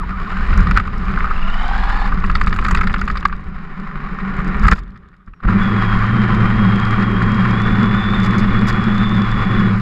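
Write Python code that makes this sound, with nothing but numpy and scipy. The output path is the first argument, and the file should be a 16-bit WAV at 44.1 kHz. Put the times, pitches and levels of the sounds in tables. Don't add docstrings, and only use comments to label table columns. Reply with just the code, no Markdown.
import sys
import numpy as np
from scipy import signal
from scipy.fft import rfft, irfft, next_fast_len
from scipy.io import wavfile
from scipy.ndimage import uniform_filter1d, map_coordinates

SR = 44100
rng = np.random.default_rng(int(sys.argv[2]) if len(sys.argv) > 2 else 0)


def log_audio(samples):
    frames = np.atleast_2d(samples).T
    limited = np.clip(frames, -1, 1)
    pcm = np.round(limited * 32767).astype(np.int16)
    wavfile.write(sys.argv[1], SR, pcm)


def voltage_ratio(level):
    return 10 ** (np.asarray(level, float) / 20)


N = 432621

# time_s, shaft_hz, load_db, pinion_mesh_db
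MOTOR_RUN = [(0, 91.6, -68, -63), (.4, 103, -50, -50), (.55, 122.2, -52, -32), (.8, 141.3, -59, -42),
             (.86, 147.8, -60, -52), (1.3, 203.6, -58, -49), (1.45, 217, -43, -37),
             (1.65, 239.5, -37.5, -42), (1.8, 257.4, -37, -47), (1.95, 269.7, -37.5, -50),
             (2.07, 274.5, -35, -51), (2.12, 276.6, -69, -72), (3.5, 159.8, -80, -54),
             (4.5, 132.5, -87, -67)]
# centre_hz, width_hz, level_db
CASE_LOW = [(757, 53, -18.5), (1219, 200, 2.5), (1520, 280, 1), (1800, 375, 1), (2595, 830, -8.5)]
CASE_HIGH = [(3560, 530, 1), (4880, 540, 1.5), (7080, 1100, -6.5), (9000, 440, -11), (11200, 2400, -14.5)]


def unit(x):
    return x / np.sqrt(np.mean(x ** 2) + 1e-20)


def along(points, hz):
    f, v = np.transpose(points)
    return np.interp(np.log(hz + 1), np.log(f + 1), v)


def curves(rows):
    s, *columns = np.transpose(rows)
    t = np.arange(N) / SR
    gate = np.clip(np.minimum(t - s[0], s[-1] - t) * 100 + 1, 0, 1)
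    return [np.interp(t, s, c) for c in columns] + [gate]


def wobble(rate):
    knots = rng.standard_normal(int(N * rate / SR) + 4)
    return map_coordinates(knots, [np.arange(N) * rate / SR])


def turns(hz):
    return 2 * np.pi * np.cumsum(hz) / SR


def filtered(x, response):
    m = next_fast_len(N + SR // 2)
    return irfft(rfft(x, m) * response(np.fft.rfftfreq(m, 1 / SR)), m)[..., :N]


def shaped(x, spectrum):
    return unit(filtered(x, lambda hz: voltage_ratio(along(spectrum, hz))))


def modes(table, wall_hz):
    def response(f):
        total = 0
        for k, (centre, width, db) in enumerate(table):
            damping = 1j * f * width
            total = total + (-1) ** k * voltage_ratio(db) * damping / (centre * centre - f * f + damping)
        return total / (1 + 1j * f / wall_hz) ** 4
    return response


def grit(per_second, spread_db):
    hit = rng.random(N) < per_second / SR
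    size = voltage_ratio(spread_db * np.minimum(rng.exponential(size=N), 3))
    t = np.arange(300)
    envelope = np.exp(-t / 60) - np.exp(-t / 25)
    return rng.standard_normal(N) * (1 + np.convolve(hit * size, envelope)[:N])


def ride(levels, rumble, boom, beat, beat_db, boom_beat_db, shake_db, per_second, spread_db):
    # pitch_hz, level_db
    rattle_colour = [(290, -33), (500, -15), (631, -18), (784, -6), (897, -13.5), (1020, -0.5), (1200, 2),
                     (1320, -1.5), (1460, 0), (1570, -7), (1840, -3.5), (2000, -8.5), (2360, -11.5),
                     (2580, -21), (3000, -33.5), (3900, -33.5), (6600, -120)]
    hiss_colour = [(2200, -12.5), (2900, 0), (3400, -10), (3900, -7.5), (4500, -10.5), (4950, -9),
                   (5700, -20), (6400, -25.5), (6950, -19), (8000, -29.5), (9700, -35), (11000, -36.5),
                   (12600, -41), (13800, -59.5)]
    rumble_db, boom_db, rattle_db, hiss_db, gate = levels
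    pulse = voltage_ratio(beat_db * np.cos(beat) + shake_db * wobble(30) + 0.12 * wobble(9))
    low = voltage_ratio(rumble_db) * shaped(rng.standard_normal(N), rumble)
    throb = voltage_ratio(1.22 * wobble(25) + boom_beat_db * np.cos(beat))
    shell = voltage_ratio(boom_db) * shaped(rng.standard_normal(N) * throb, boom)
    stones = grit(per_second, spread_db) * pulse
    rattle = voltage_ratio(rattle_db - 1.15) * shaped(stones, rattle_colour)
    hiss = voltage_ratio(hiss_db + 2.0) * shaped(stones, hiss_colour)
    return gate * (low + shell + rattle + hiss)


def ground(table):
    jolt_db, roll_db, gate = curves(table)
    load_db = curves(MOTOR_RUN)[1] + 73
    boom_db = -0.15 + 0.35 * jolt_db + 0.6 * roll_db - 0.14 * load_db
    hiss_db = -28 + 0.85 * roll_db + 0.18 * load_db
    return jolt_db, boom_db, roll_db, hiss_db, gate


def rocky_run(wheel_angle):
    # time_s, jolting_db, rolling_db
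    rocks = [(0.0, -25, -33), (0.3, -24.5, -29), (0.6, -11, -26), (0.79, -14.5, -27.5),
             (0.84, -22.5, -33.5), (1.18, -19.5, -27.5), (1.4, -27.5, -30), (1.9, -30, -26),
             (2.13, -21.5, -29.5), (2.5, -17.5, -32), (2.7, -16, -28), (3.1, -20, -34), (3.4, -28.5, -39),
             (3.65, -39.5, -36.5), (4.15, -36.5, -30), (4.5, -23.5, -25.5), (4.62, -23.5, -26),
             (4.7, -17.5, -28.5), (4.73, -11, -15)]
    # time_s, jolting_db, rolling_db
    settling = [
        (4.74, -27, -38),
        (4.79, -27, -38),
        (4.82, -27.5, -48),
        (4.95, -35.5, -52),
        (5.1, -46, -57),
        (5.26, -49, -65),
        (5.28, -32, -48),
        (5.3, -40, -58),
        (5.33, -48, -60),
        (5.42, -52, -55),
    ]
    # pitch_hz, level_db
    rumble = [(5, -26), (10, -11), (30, 5.5), (60, 0.5), (85, -6.5), (110, -12.5), (135, -12.5),
              (250, -81.5)]
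    boom = [(74, -38), (125, -13), (151, -5.5), (189, 4.5), (207, -1), (226, -8.5), (256, -13), (295, -18),
            (345, -19), (402, -14), (470, -26), (600, -26.5), (780, -62), (1320, -120)]
    moving = np.arange(N) < settling[0][0] * SR
    levels = uniform_filter1d(np.where(moving, ground(rocks), ground(settling)), size=200)
    return ride(levels, rumble, boom, wheel_angle + np.pi / 2, beat_db=0.9, boom_beat_db=1.5, shake_db=0.5,
                per_second=150, spread_db=4.5)


def water():
    # time_s, level_db
    bite = [
        (5.4, -43),
        (5.42, -27),
        (5.436, -9.5),
        (5.445, -11),
        (5.452, -2),
        (5.46, -13),
        (5.472, -9),
        (5.482, 0.5),
    ]
    # time_s, level_db
    pounding = [(5.5, -19.5), (5.7, -19), (5.88, -23.5), (6.05, -21.5), (6.35, -18), (6.6, -18),
                (6.85, -20), (7.2, -17.5), (7.55, -18), (7.8, -18.5), (7.95, -17), (8.03, -23.5),
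                (8.16, -20), (8.6, -18), (9.0, -19.5), (9.22, -17), (9.31, -26), (9.38, -20), (9.56, -17),
                (9.75, -21.5)]
    on_s, off_s, fade_db_per_s, tiring_db_per_s = 5.4, 9.73, 78, 0.5
    t = np.arange(N) / SR
    throttle_db = curves(bite)[0] - fade_db_per_s * np.maximum(t - off_s, 0)
    pound_db = curves(pounding)[0] - np.mean(pounding, axis=0)[1]
    rumble_db = -20.5 + throttle_db + 0.22 * pound_db + 1.1 * wobble(3.5)
    boom_db = -17.5 + throttle_db + pound_db
    rattle_db = -21.5 + throttle_db + 0.14 * pound_db - tiring_db_per_s * (t - on_s)
    return rumble_db, boom_db, rattle_db, -46.5 + throttle_db, t > on_s


def creek_run(shaft_angle):
    # pitch_hz, level_db
    rumble = [(4.7, -36), (8.0, 0), (32, -2.5), (70, -15.5), (80, -13.5), (88, -14), (110, -15.5),
              (190, -120)]
    boom = [(79, -25), (135, -6), (151, -23), (181, -1.5), (200, 1.5), (224, -7), (254, -19), (314, -21.5),
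            (355, -19), (600, -33.5), (780, -57), (1320, -120)]
    return ride(water(), rumble, boom, shaft_angle, beat_db=1.0, boom_beat_db=0.25, shake_db=1.25,
                per_second=120, spread_db=2.0)


def knocks():
    # time_s, peak_db,
    # brightness_db
    climbing = [(0.105, -25, -16), (0.3672, -18, -22), (0.5281, -12.5, -25), (0.578, -8.5, -31),
                (0.626, -13.5, -20.5), (0.669, -12, -23), (0.71, -7, -23), (0.763, -5.5, -23),
                (0.772, 0.5, -23), (0.7965, -7, -21), (0.859, -20, -34), (0.876, -18.5, -30),
                (0.938, -24, -29), (0.961, -20, -34), (1.034, -19, -34), (1.066, -16, -33),
                (1.102, -14.5, -31.5), (1.137, -15, -26), (1.174, -6, -40), (1.2041, -12.5, -28),
                (1.243, -6.5, -39), (1.2692, -14, -34), (1.3097, -3.5, -40), (2.122, -6.5, -33),
                (3.1704, -10.5, -19)]
    slapping = [(2.2403, -4.5, -30), (2.2972, -4, -24), (2.352, -5.5, -20), (2.4116, -6.5, -20.5),
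                (2.4705, -4, -22), (2.505, -18, -22), (2.526, -9.5, -22), (2.587, -7, -21),
                (2.561, -16, -19), (2.623, -14.5, -21), (2.724, -17, -26), (2.788, -13, -26),
                (2.277, -23, -26), (2.321, -20, -27), (2.381, -22, -26), (2.443, -17, -26),
                (2.6478, -5.5, -18), (2.661, -13, -27), (2.692, -19, -30), (2.837, -14, -26),
                (2.906, -15, -30), (2.6827, -6.5, -19), (2.7097, -5.5, -23), (2.7473, -4, -20),
                (2.7722, -6, -21), (2.809, -5, -22), (2.833, -11, -27), (2.8707, -8, -18.5),
                (2.8956, -13, -29), (2.94, -7, -20), (2.96, -14, -26), (2.99, -16, -17), (3.014, -6, -24.5),
                (3.077, -5.5, -23), (3.099, -9, -25), (3.1545, -11, -24), (3.227, -13, -29),
                (3.2518, -2.5, -23), (3.2956, -17.5, -29), (3.3255, -12, -23)]
    stopping = [(4.389, -15, -30), (4.6318, -7.5, -23.5), (4.645, -7, -27), (4.651, -7.5, -24),
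                (4.657, -20, -28), (4.696, -32, -33), (4.731, -10, -28), (4.758, -22, -22),
                (4.789, -30, -24), (4.665, -9, -21), (4.6813, -0.5, -20.5), (4.7145, -1.5, -20),
                (4.722, -11, -19), (4.78, -23, -25), (4.9565, -32, -22), (5.1284, -37, -30),
                (5.139, -36.5, -23), (5.2753, -32, -36), (5.334, -35, -26), (5.4015, -33, -32),
                (5.4293, -25, -33), (5.435, -17, -40), (5.45, -20, -32), (5.485, -7.5, -47)]
    t = np.arange(SR // 25) / SR
    tones = np.zeros(N + SR)
    ring = np.zeros((2, N + SR))
    crack = np.zeros((2, N + SR))
    lead_s = 0.0025
    for s, db, bright_db in climbing + slapping + stopping:
        noise = rng.standard_normal((3, len(t)))
        low, high, slow = rng.standard_normal(3)
        dull = bright_db < -31
        hz = 1282 * np.exp(0.064 * low)
        rise_s = 0.0019 * np.exp(0.25 * slow)
        swell = t / rise_s * np.exp(1 - t / rise_s)
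        partner = (0.15 if dull else 0.45) * np.sin(2 * np.pi * hz * 1.25 * np.exp(0.1 * high) * t)
        chatter = voltage_ratio(4 * unit(uniform_filter1d(noise[2], size=90)))
        at = round(s * SR)
        tones[at:][:len(t)] += voltage_ratio(db - 6.5) * (np.sin(2 * np.pi * hz * t) + partner) * swell
        decay = voltage_ratio(-60 * t / 0.035) * np.minimum(t / 0.0021, 1)
        ring[int(dull), at:][:len(t)] += voltage_ratio(db + 8.0) * noise[0] * chatter * decay
        tilt_db = 4 * high * np.array([[1], [-1]])
        crack_level = voltage_ratio(db + tilt_db + 1.445 * bright_db + 24.5)
        decay = voltage_ratio(3 - 60 * t / 0.032) * np.minimum(t / 0.0055, 1) ** 2
        crack[:, round((s - lead_s) * SR):][:, :len(t)] += crack_level * noise[1] * chatter * decay
    bright_ring = filtered(ring[0, :N], modes(CASE_LOW, wall_hz=5000))
    dull_ring = filtered(ring[1, :N], modes(CASE_LOW[:3], wall_hz=3500))
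    low_crack = filtered(crack[0, :N], modes(CASE_HIGH[:2], wall_hz=6200))
    high_crack = filtered(crack[1, :N], modes(CASE_HIGH[2:], wall_hz=6400))
    return tones[:N] + bright_ring + dull_ring + low_crack - high_crack


def slams():
    # time_s, bounce_hz, length_s, level_db
    bounces = [
        (4.634, 43.7, 0.044, -5.5),
        (4.684, 39, 0.062, -16),
        (4.717, 52.7, 0.0208, -9),
        (4.744, 26, 0.014, -18),
        (5.269, 35.2, 0.069, -36),
        (5.454, 36.4, 0.032, -7.5),
    ]
    out = np.zeros(N + SR)
    for s, hz, length, db in bounces:
        t = np.arange(int(length * SR)) / SR
        fade = np.clip(np.minimum(t, length - t) / 0.0044, 0, 1)
        out[round(s * SR):][:len(t)] += voltage_ratio(db) * fade * np.tanh(3.2 * np.sin(2 * np.pi * hz * t))
    return out[:N]


def wheels():
    # time_s, wheel_hz
    speed = [(0, 7.6), (.14, 8.6), (.58, 11.04), (.86, 12), (1.3, 14.98), (1.55, 18.21), (1.8, 22.13),
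             (2.04, 14.97), (2.16, 17.47), (2.45, 17.06), (2.8, 16.3), (3.2, 13.54), (4.0, 12),
             (4.43, 11.1), (4.62, 8.6)]
    # time_s, level_db
    egg_shape = [(0.0, -21), (0.14, -30), (0.58, -15), (0.86, -23.5), (1.52, -24.5), (1.81, -17.5),
                 (2.12, -17), (2.44, -29), (2.82, -27), (3.2, -41), (4.0, -28.5), (4.43, -25), (4.62, -18)]
    hz, gate = curves(speed)
    second_db = curves(egg_shape)[0]
    octaves = np.log2(hz / 16.35)
    first_db = -15 + 39 * np.minimum(octaves, 0) + 2.0 * wobble(4.61)
    third_db = -44.5 - 14.5 * octaves + 4 * wobble(3.8)
    fourth_db = second_db - 19.5 + 3 * wobble(4.0)
    fifth_db = third_db - 5.0 + 3 * wobble(5.3)
    angle = turns(hz)
    levels = [first_db, second_db, third_db, fourth_db, fifth_db]
    shake = sum(voltage_ratio(db) * np.sin((k + 1) * angle + k) for k, db in enumerate(levels))
    return gate * np.sqrt(2) * shake, angle


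def motor(wheel_angle):
    # shaft_multiple, level_db
    orders = [(3, 10), (3.3, 3), (3.7, 2.5), (4.6, -6.5), (5.4, -11), (6.3, 2), (7, -14), (9, -6),
              (13.5, -14.5), (15, -14), (16.3, -10.5)]
    # start_s, end_s, level_db
    smooth = [
        (1.36, 2.104, -40),
        (3.399, 4.45, -35),
    ]
    # centre_hz, width_hz, level_db
    tub = [(802, 43, 0)]
    hz, load_db, mesh_db, gate = curves(MOTOR_RUN)
    steady = sum(voltage_ratio(db) * curves([(start, db), (end, db)])[1] for start, end, db in smooth)
    shaft = steady * voltage_ratio(0.83 * wobble(8.2)) * np.sin(turns(hz))
    swaying = turns(hz * (1 + 0.025 * wobble(300)))
    loaded = sum(voltage_ratio(db + 3.6 * wobble(120)) * np.sin(k * swaying) for k, db in orders)
    load_level = voltage_ratio(load_db + 7.5 + 4.2 * np.cos(2 * wheel_angle + 0.3))
    rough = load_level * filtered(loaded, modes(CASE_LOW + CASE_HIGH[:2], wall_hz=4960))
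    sway_hz = 230 * (100 / hz) ** 1.3
    pinion_teeth = 13
    mesh_hz = pinion_teeth * hz + 1.3 * sway_hz * np.cos(2 * wheel_angle) + 30 * wobble(200)
    throb_db = 3.5 * np.cos(wheel_angle + 1.6) + 5.5 * np.sin(2 * wheel_angle) - 1 + 2.5 * wobble(130)
    mesh = voltage_ratio(mesh_db) * voltage_ratio(throb_db) * np.sin(turns(mesh_hz))
    drone_level = np.clip((hz - 222) / 15, 0, 1) * voltage_ratio(load_db + 2.5 + 5 * np.cos(2 * wheel_angle + 0.33))
    drone = drone_level * unit(filtered(rng.standard_normal(N), modes(tub, wall_hz=4000)))
    return gate * (drone + shaft + rough + mesh)


def drive():
    # time_s, pitch_hz, level_db
    shaft_hum = [(5.45, 100.9, -29), (5.5, 104.2, -21), (6.04, 111.9, -18), (7.9, 112.3, -19),
                 (7.96, 106.6, -24), (8.32, 112.9, -19.5), (9.75, 113.5, -20.5), (9.81, 121, -26)]
    # time_s, pitch_hz
    mesh_pitch = [(5.6, 3400), (5.75, 3290), (5.93, 3235), (6.05, 3172), (6.45, 3150), (6.56, 3270),
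                  (6.8, 3225), (7.0, 3260), (7.15, 3222), (7.52, 3255), (7.63, 3460), (7.76, 3425),
                  (7.92, 3420), (8.0, 3480), (8.3, 3465), (8.5, 3410), (8.88, 3380), (8.97, 3465),
                  (9.15, 3455), (9.26, 3392), (9.66, 3395), (9.76, 3240)]
    # time_s, level_db
    singing = [(5.58, -51), (5.62, -43.5), (5.95, -43.5), (6.02, -53), (6.07, -44), (6.42, -45), (6.5, -46),
               (6.65, -43.5), (7.5, -44), (7.6, -43), (8.05, -39.5), (8.4, -45), (8.8, -43), (9.05, -39),
               (9.25, -43.5), (9.45, -41), (9.7, -44), (9.77, -65)]
    hum_hz, hum_db, hum_gate = curves(shaft_hum)
    mesh_hz = curves(mesh_pitch)[0]
    mesh_db, mesh_gate = curves(singing)
    angle = turns(hum_hz + 1.19 * wobble(5))
    hum = voltage_ratio(hum_db + 1.75 * wobble(11)) * np.sin(angle + 0.6 * wobble(17))
    mesh = turns(mesh_hz + 8 * wobble(9) + 16 * wobble(40) + 20 * wobble(170))
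    upper = np.clip((mesh_hz - 3150) / 600, 0.1, 1) * voltage_ratio(4.4 * wobble(70))
    flicker = voltage_ratio(2.0 * wobble(30) + 2.2 * wobble(110) - 0.8) + 0.4 * wobble(420)
    whine = flicker * np.sin(mesh) + upper * np.sin(mesh + angle + 1.0 * wobble(60))
    whine = whine + 0.067 * np.sin(mesh - angle) + 0.016 * np.sin(2 * mesh)
    return np.sqrt(2) * (hum_gate * hum + mesh_gate * voltage_ratio(mesh_db + 2.5) * whine), angle


def stumbling():
    # time_s, pitch_hz, level_db
    catches = [(0, 1400, -31), (.035, 975, -28), (.055, 1050, -44), (.095, 1450, -46), (.108, 1450, -31),
               (.14, 1150, -29), (.165, 1300, -36), (.185, 1480, -34), (.2, 1300, -36), (.217, 1130, -29),
               (.235, 1250, -44), (.258, 1520, -33), (.28, 1100, -28), (.297, 1200, -45), (.327, 1400, -29),
               (.345, 1500, -44), (.372, 1600, -29), (.395, 1480, -38), (.41, 1450, -32), (.43, 1780, -33),
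               (.47, 1500, -44)]
    hz, db, gate = curves(catches)
    smooth_hz = uniform_filter1d(hz, size=250)
    tone = np.sin(turns(smooth_hz + 35 * wobble(200)))
    return gate * voltage_ratio(db + 2.0 * wobble(121)) * np.sqrt(2) * tone


def buzzing():
    # time_s, level_db
    loudness = [(1.02, -48), (1.1, -34), (1.2, -33), (1.3, -31), (1.4, -38), (1.46, -44)]
    # centre_hz, width_hz, level_db
    panel = [(1250, 91, 0)]
    db, gate = curves(loudness)
    taps = grit(per_second=300, spread_db=7.5)
    return gate * voltage_ratio(db + 2.5 * wobble(60)) * unit(filtered(taps, modes(panel, wall_hz=4000)))


def drops():
    # time_s, peak_db
    sharp = [(0.575, -31), (0.606, -38), (0.71, -34), (0.7715, -28), (0.98, -44), (2.4365, -40),
             (2.64, -39.5), (2.7088, -31), (3.012, -34), (3.053, -44), (3.1725, -42), (3.2, -46),
             (4.445, -45), (4.4767, -42), (4.595, -39.5), (4.672, -34), (4.7125, -26), (8.231, -38),
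             (8.3824, -31), (8.6697, -35), (8.685, -26.5)]
    flung = [(5.4964, -45), (5.6316, -42), (5.88, -47), (5.9454, -47), (5.9888, -44), (6.0646, -46),
             (6.346, -40), (6.4038, -47), (6.7575, -40), (6.7979, -37.5), (6.8513, -39), (6.9072, -36.5),
             (7.0254, -41), (7.2235, -39.5), (7.3178, -40), (7.3447, -39.5), (7.4195, -49), (7.4754, -45),
             (7.5078, -39), (7.8291, -36), (8.102, -42), (8.2003, -37), (8.2477, -35), (8.3075, -38),
             (8.5904, -41), (8.6123, -40), (8.7266, -39), (8.8064, -47), (8.8388, -37), (8.9436, -45),
             (8.9795, -37), (9.0932, -45), (9.1491, -43), (9.2184, -37), (9.3137, -41), (9.3761, -46),
             (9.7612, -44), (9.7984, -41)]
    thrown = [(0.3721, -50), (0.4184, -57), (0.4733, -46), (0.5177, -48), (0.8719, -47), (1.053, -48),
              (1.1194, -45), (1.1882, -47), (1.2555, -47), (1.6108, -47), (1.6307, -42), (1.6796, -38.5),
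              (1.7765, -43), (1.8926, -45), (2.142, -42), (2.2014, -45), (2.261, -44), (2.3144, -43),
              (2.3694, -44), (2.4625, -38), (2.4945, -42), (2.5394, -47), (2.614, -44), (2.8389, -43),
              (2.928, -42), (3.1193, -49), (3.283, -47), (3.437, -59), (4.7566, -51), (4.789, -46),
              (4.8344, -58), (4.8783, -63), (4.9043, -60), (4.974, -58), (5.0864, -61), (5.1652, -64)]
    # start_s, length_s, level_db
    sheets = [
        (4.617, 0.033, -45),
        (4.726, 0.018, -35.5),
        (4.75, 0.059, -53),
        (5.262, 0.0087, -61),
        (7.617, 0.023, -47),
        (8.239, 0.043, -38),
        (8.381, 0.031, -36.5),
        (8.674, .04, -32.5),
    ]
    ticks = np.zeros((2, N + SR))
    t = np.arange(SR // 100) / SR
    envelope = voltage_ratio(-60 * t / 0.011) * np.minimum(t / 0.002, 1) * 1.4
    for k, (s, db) in enumerate(sharp + flung + thrown):
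        soft = int(k >= len(sharp))
        ticks[soft, round(s * SR):][:len(t)] += voltage_ratio(db + 21.0) * rng.standard_normal(len(t)) * envelope
    clock = np.arange(N) / SR
    spray = np.zeros(N)
    for s, length, db in sheets:
        spray += voltage_ratio(db + 12.5) * (clock > s) * np.clip((s + length - clock) / 0.019, 0, 1)
    sheet = spray * unit(grit(per_second=1800, spread_db=8.5))
    sharp_sound = filtered(ticks[0, :N], modes(CASE_HIGH[1:], wall_hz=13800))
    soft_sound = voltage_ratio(3.5) * filtered(ticks[1, :N], modes(CASE_LOW[3:] + CASE_HIGH, wall_hz=9000))
    return sharp_sound + soft_sound + filtered(sheet, modes(CASE_LOW + CASE_HIGH, wall_hz=12000))


def pelting():
    # time_s, hits_per_s, level_db
    shower = [(.4, 20, -53), (1.2, 40, -56), (2.2, 30, -43.5), (2.7, 170, -40), (3.3, 40, -44.5),
              (3.6, 10, -57), (4.7, 20, -38), (4.85, 1, -62), (5.47, 1, -62), (5.5, 70, -48.5),
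              (9.81, 70, -45.5)]
    per_second, db, gate = curves(shower)
    struck = rng.random((2, N)) < per_second / SR / 2
    hits = struck * voltage_ratio(db + 19.5 + 4.5 * rng.standard_normal((2, N)))
    t = np.arange(300)
    envelope = 1.6 * (np.exp(-t / 40) - np.exp(-t / 26))
    bursts = [np.convolve(h, envelope)[:N] * rng.standard_normal(N) for h in hits]
    bright = filtered(bursts[0], modes(CASE_HIGH[2:], wall_hz=12900))
    full = filtered(bursts[1], modes(CASE_LOW[1:] + CASE_HIGH, wall_hz=8900))
    return gate * (bright + voltage_ratio(2.5) * full)


def murmur():
    db, gate = curves([(4.75, -47), (5.3, -63)])
    trickle = grit(per_second=140, spread_db=7.0) * voltage_ratio(3.2 * wobble(46))
    case = modes(CASE_LOW[1:] + CASE_HIGH[:1], wall_hz=3500)
    pool = modes([(1300, 900, 0)], wall_hz=9000)
    return gate * voltage_ratio(db) * unit(filtered(trickle, lambda f: case(f) * pool(f)))


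def controller():
    # time_s, falling_hz, rising_hz, level_db
    switching = [(0, 11880, 12230, -80), (.8, 11740, 12370, -82), (2.05, 11470, 12650, -86),
                 (2.1, 11460, 12660, -130)]
    down_hz, up_hz, db, gate = curves(switching)
    return gate * voltage_ratio(db) * (np.sin(turns(down_hz)) + 0.6 * np.sin(turns(up_hz)))


def floor():
    # time_s, pitch_hz, level_db
    squeak = [(5.34, 5620, -77), (5.385, 5530, -76)]
    hz, db, gate = curves(squeak)
    colour = [(900, -33), (1500, -1.0), (5000, -9.5), (13000, -17), (15000, -60.0)]  # pitch_hz, level_db
    hiss = voltage_ratio(-84) * shaped(rng.standard_normal(N), colour)
    return hiss + gate * voltage_ratio(db) * np.sin(turns(hz + 30 * wobble(150)))


def scene():
    wobbling, wheel_angle = wheels()
    geared, shaft_angle = drive()
    running = rocky_run(wheel_angle) + creek_run(shaft_angle)
    machine = wobbling + motor(wheel_angle) + geared + stumbling() + buzzing() + controller()
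    struck = knocks() + slams() + drops() + pelting()
    return (running + machine + struck + murmur() + floor())[None]


def band_limit(x):
    return signal.sosfilt(signal.butter(12, 15260, fs=SR, output="sos"), x)


def record(dry):
    soft = dry / (1 + np.abs(dry / 0.95) ** 8) ** (1 / 8)
    top_hz = 12900
    dull = filtered(soft, lambda hz: 1 / np.sqrt(1 + (hz / top_hz) ** 24))
    return band_limit(dull)


dry = scene()
out = record(dry)
log_audio(out)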